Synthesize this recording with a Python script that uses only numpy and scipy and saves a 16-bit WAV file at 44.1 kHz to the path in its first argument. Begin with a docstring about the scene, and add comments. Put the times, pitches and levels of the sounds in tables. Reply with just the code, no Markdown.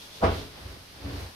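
"""Hotel room: someone jumps on the bed. A hard landing, a push-off, a softer landing that sinks in.
Each load booms the bed base in two beating low modes, rumbles the mattress and hums its springs.
The first landing also slaps the bedding and rings the frame.
Sheets and trousers rustle over a steady hiss."""
import sys
import numpy as np
from scipy import signal
from scipy.fft import rfft, irfft
from scipy.io import wavfile

SR = 44100
rng = np.random.default_rng(int(sys.argv[2]) if len(sys.argv) > 2 else 0)


def put_to_file(sound):
    """Save the sound as 16-bit audio at rate SR, in the file named by the first command-line argument."""
    columns = np.atleast_2d(sound).T  # one column per channel
    safe = np.clip(columns, -1, 1)
    whole_steps = np.round(safe * 32767)
    wavfile.write(sys.argv[1], SR, whole_steps.astype(np.int16))


N = 59535
TIME_S = np.arange(N) / SR
FREQ_HZ = np.fft.rfftfreq(N, 1 / SR)

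# Left-right likeness of the sound field: freq_hz, coherence
COHERENCE = [(20, 0.67), (90, 0.93), (160, 0.81), (300, 0.9), (640, 0.24), (1200, 0), (16000, 0.12)]


def amp(db):
    """Decibels to gain."""
    return 10 ** (np.asarray(db) / 20)


def unit_rms(x):
    """Scale to an rms of one."""
    return x / np.sqrt(np.mean(x ** 2) + 1e-20)


def lookup(table, hz, column=1):
    """Interpolate a table column over log frequency."""
    rows = np.array(table)
    return np.interp(np.log(hz + 1), np.log(rows[:, 0] + 1), rows[:, column])


def colour(white, spectrum):
    """Shape two noises to a spectrum at unit rms: alike in the bass, unrelated in the treble."""
    a, b = rfft(white)
    coherence = lookup(COHERENCE, FREQ_HZ)
    mid, side = a * np.sqrt(1 + coherence), b * np.sqrt(1 - coherence)
    stereo = np.array([mid + side, mid - side])
    return unit_rms(irfft(stereo * amp(lookup(spectrum, FREQ_HZ)), N))


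def noise(spectrum):
    """Smooth stereo noise."""
    return colour(rng.standard_normal((2, N)), spectrum)


def crinkle(spectrum):
    """Cloth noise: smooth rubbing plus tiny snaps of creases."""
    snaps_per_s, spread_db, snap_share = 2200, 3, 0.47
    size = amp(spread_db * np.minimum(rng.exponential(1, (2, N)), 4))
    snaps = size * rng.choice([-1, 1], (2, N)) * (rng.random((2, N)) < snaps_per_s / SR)
    rubbing = rng.standard_normal((2, N))
    return colour(np.sqrt(snap_share) * unit_rms(snaps) + np.sqrt(1 - snap_share) * rubbing, spectrum)


def envelope(peak_s, rise_s, hold_s, t60_s):
    """Swell 20 dB per rise time, hold, decay."""
    rise_db = -20 * np.maximum(peak_s - TIME_S, 0) / rise_s
    decay_db = -60 * np.maximum(TIME_S - peak_s - hold_s, 0) / t60_s
    return amp(rise_db + decay_db)


def stroke(peak_s, sigma_s):
    """Bell-shaped level of one cloth movement."""
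    return np.exp(-0.5 * ((TIME_S - peak_s) / sigma_s) ** 2)


def mode_tone(hz):
    """One mode at both microphones; lower coherence, wider phase gap."""
    diffuse_share = 0.79
    gap_rad = diffuse_share * np.arccos(lookup(COHERENCE, hz))
    phase_rad = 2 * np.pi * (hz * TIME_S + rng.random())
    return np.sqrt(2) * np.cos(phase_rad + gap_rad * np.array([[0.5], [-0.5]]))


def mattress():
    """Each load booms the base, rumbles the filling and sets the springs humming."""
    # Loads on the bed: peak_s, rise_s, hold_s, t60_s, boom_db, rumble_db, spring_db
    loads = [(.253, .036, 0.009, 0.37, -22.5, -38, -34.5), (.388, 0.044, 0.035, .33, -49.5, -43.5, -52),
             (0.66, 0.068, 0.0036, 0.41, -39, -47, -93), (.708, 0.067, 0.055, 0.3, -47, -50.5, -61),
             (1.058, 0.061, 0.046, 0.17, -36, -38.5, -42), (1.15, 0.09, 0.08, 0.31, -37, -43.5, -47)]
    # Low modes of the base: pitch_hz, relative_db
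    base_modes = [(65, -4.5), (90, -3)]
    # Squeezed filling: freq_hz, relative_db
    rumble_spectrum = [(20, -24), (40, 2), (60, 3.5), (115, 4.5), (170, -6.5), (240, -3), (380, -6),
                       (600, -10), (1000, -16.5), (1800, -20.5), (4000, -33), (16000, -59)]
    spring_hz, spring_max_hold_s, spring_t60_s = 283, 0.025, 0.24
    rumble, spring = noise(rumble_spectrum), mode_tone(spring_hz)
    out = np.zeros((2, N))
    for peak_s, rise_s, hold_s, t60_s, boom_db, rumble_db, spring_db in loads:
        age_s = TIME_S - peak_s
        contact = np.clip(age_s / rise_s + 2, 0, 1) ** 2
        weight = envelope(peak_s, rise_s, hold_s, t60_s)
        boom = sum(amp(db) * np.sqrt(2) * np.cos(2 * np.pi * hz * age_s) for hz, db in base_modes)
        hum = spring * envelope(peak_s, rise_s, min(hold_s, spring_max_hold_s), spring_t60_s)
        out += contact * weight * (amp(boom_db) * boom + amp(rumble_db) * rumble)
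        out += contact * amp(spring_db) * hum
    return out


def bedding_slap():
    """Both feet smack the bedding; each band decays in the room at its own rate."""
    # Slap bands: centre_hz, relative_db, t60_s
    bands = [(60.4, -4, 0.62), (136, -7, 0.95), (185, -1.5, 0.35), (310, -2.5, 0.46), (520, -0.5, 0.35),
             (810, -4.5, 0.41), (1280, -2, 0.24), (1804, -14, 0.38), (2580, -16.5, 0.52),
             (4430, -26.5, 0.88), (6500, -30.5, 0.23), (16000, -48, 0.3)]
    peak_s, rise_s, hold_s, level_db = 0.2346, 0.023, 0.021, -24
    treble_lag_s = 0.004  # highs build as the soles flatten the sheet
    spectrum = rfft(noise(bands))
    log_centres = np.log([row[0] for row in bands])
    out = np.zeros((2, N))
    for (hz, _, t60_s), selector in zip(bands, np.eye(len(bands))):
        power_share = np.interp(np.log(FREQ_HZ + 1), log_centres, selector)
        band = irfft(spectrum * np.sqrt(power_share), N)
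        lag_s = treble_lag_s * min(hz / 1700, 1)
        out += band * envelope(peak_s + lag_s, rise_s, hold_s - lag_s, t60_s)
    return amp(level_db) * out


def frame_ring():
    """The hard landing knocks the frame into a short hollow ring."""
    # Frame modes: pitch_hz, relative_db, t60_s
    modes = [(195, -8, 0.18), (372.6, -11.5, 0.44), (420, -10, 0.55), (479.7, -10, 0.44), (526, -8, 0.23),
             (659, 0.5, 0.25), (703, -9, 0.29), (776.5, -3.5, 0.28), (844, -7.5, 0.31), (981, -6.5, 0.25),
             (1113, -10.5, 0.31), (1252, -10, .27), (1413, -16, 0.33), (1497, -17, 0.36)]
    peak_s, rise_s, hold_s, level_db = 0.2308, 0.012, 0.0044, -23.5
    return sum(amp(level_db + db) * mode_tone(hz) * envelope(peak_s, rise_s, hold_s, t60_s)
               for hz, db, t60_s in modes)


def sheets():
    """Sheets rustle and fizz as the feet drag them; overlapping drags add in power."""
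    # Drags: peak_s, sigma_s, rustle_db, fizz_db
    drags = [(.02, .07, -54, -50), (.18, 0.07, -53, -52), (0.346, 0.042, -41, -47), (.42, 0.048, -45, -51),
             (.59, 0.064, -47.5, -61), (.7, 0.074, -49, -56), (1.1, 0.094, -44.5, -63),
             (1.21, 0.076, -44, -48.5)]
    # Midrange rustle: freq_hz, relative_db
    rustle_spectrum = [(200, 5.5), (700, 6.5), (1700, 3), (3000, -2), (4500, -2), (7000, -20), (16000, -16)]
    # Treble fizz: freq_hz, relative_db
    fizz_spectrum = [(2000, -7.5), (6000, 0.5), (9000, -4), (12000, -2.5), (16000, -7)]
    rustle_power, fizz_power = np.zeros((2, N))
    for peak_s, sigma_s, rustle_db, fizz_db in drags:
        motion = stroke(peak_s, sigma_s)
        rustle_power += (amp(rustle_db) * motion) ** 2
        fizz_power += (amp(fizz_db) * motion) ** 2
    rustle = np.sqrt(rustle_power) * crinkle(rustle_spectrum)
    fizz = np.sqrt(fizz_power) * crinkle(fizz_spectrum)
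    return rustle + fizz


def trousers():
    """Trouser legs brush in the air, each swish strongest at one frequency."""
    # Swishes: peak_s, sigma_s, level_db, strongest_hz
    swishes = [(0.036, 0.045, -50, 3230), (0.169, 0.042, -47.5, 3400), (.39, .04, -47.5, 3470)]
    # Swish spectrum: ratio_to_strongest, relative_db
    shape = [(.4, -64), (.8, -12), (.93, -11), (1, -2.5), (1.08, -6.5), (1.42, -12.5), (2, -15), (4.5, -30)]
    out = np.zeros((2, N))
    for peak_s, sigma_s, level_db, strongest_hz in swishes:
        spectrum = [(strongest_hz * ratio, db) for ratio, db in shape]
        out += amp(level_db) * stroke(peak_s, sigma_s) * crinkle(spectrum)
    return out


def hiss():
    """Steady broadband background, raised in the bass."""
    # Noise floor: freq_hz, relative_db
    spectrum = [(20, -1), (60, 12), (150, 6.5), (400, -1.5), (900, 2), (1800, 0), (3800, -1), (5200, -2),
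                (7000, -6), (11500, -7), (16000, -10.5)]
    return amp(db=-48) * noise(spectrum)


def scene():
    """Bed, cloth and background hiss."""
    return mattress() + bedding_slap() + frame_ring() + sheets() + trousers() + hiss()


def record(dry):
    """Colour of each microphone, then the band limit."""
    # Microphone response: freq_hz, left_db, right_db
    response = [(19.8, -0.5, -0.5), (487, 1, 0.5), (1170, -4, -0.5), (2250, -1, -1), (4870, 1.5, 1.5),
                (6050, -4, 0), (7040, -7.5, -4), (7400, -7, -19), (8140, -1.5, -14), (9100, -1, -13.5),
                (11600, 0, -7.5), (14000, -5, -12.5), (15800, -12, -17)]
    cutoff_hz = 15750
    gains = amp([lookup(response, FREQ_HZ, column=1), lookup(response, FREQ_HZ, column=2)])
    coloured = irfft(rfft(dry) * gains, N)
    lowpass = signal.firwin(511, cutoff_hz, window=("kaiser", 9), fs=SR)
    return signal.oaconvolve(coloured, lowpass[None], "same")


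dry = scene()
out = record(dry)
put_to_file(out)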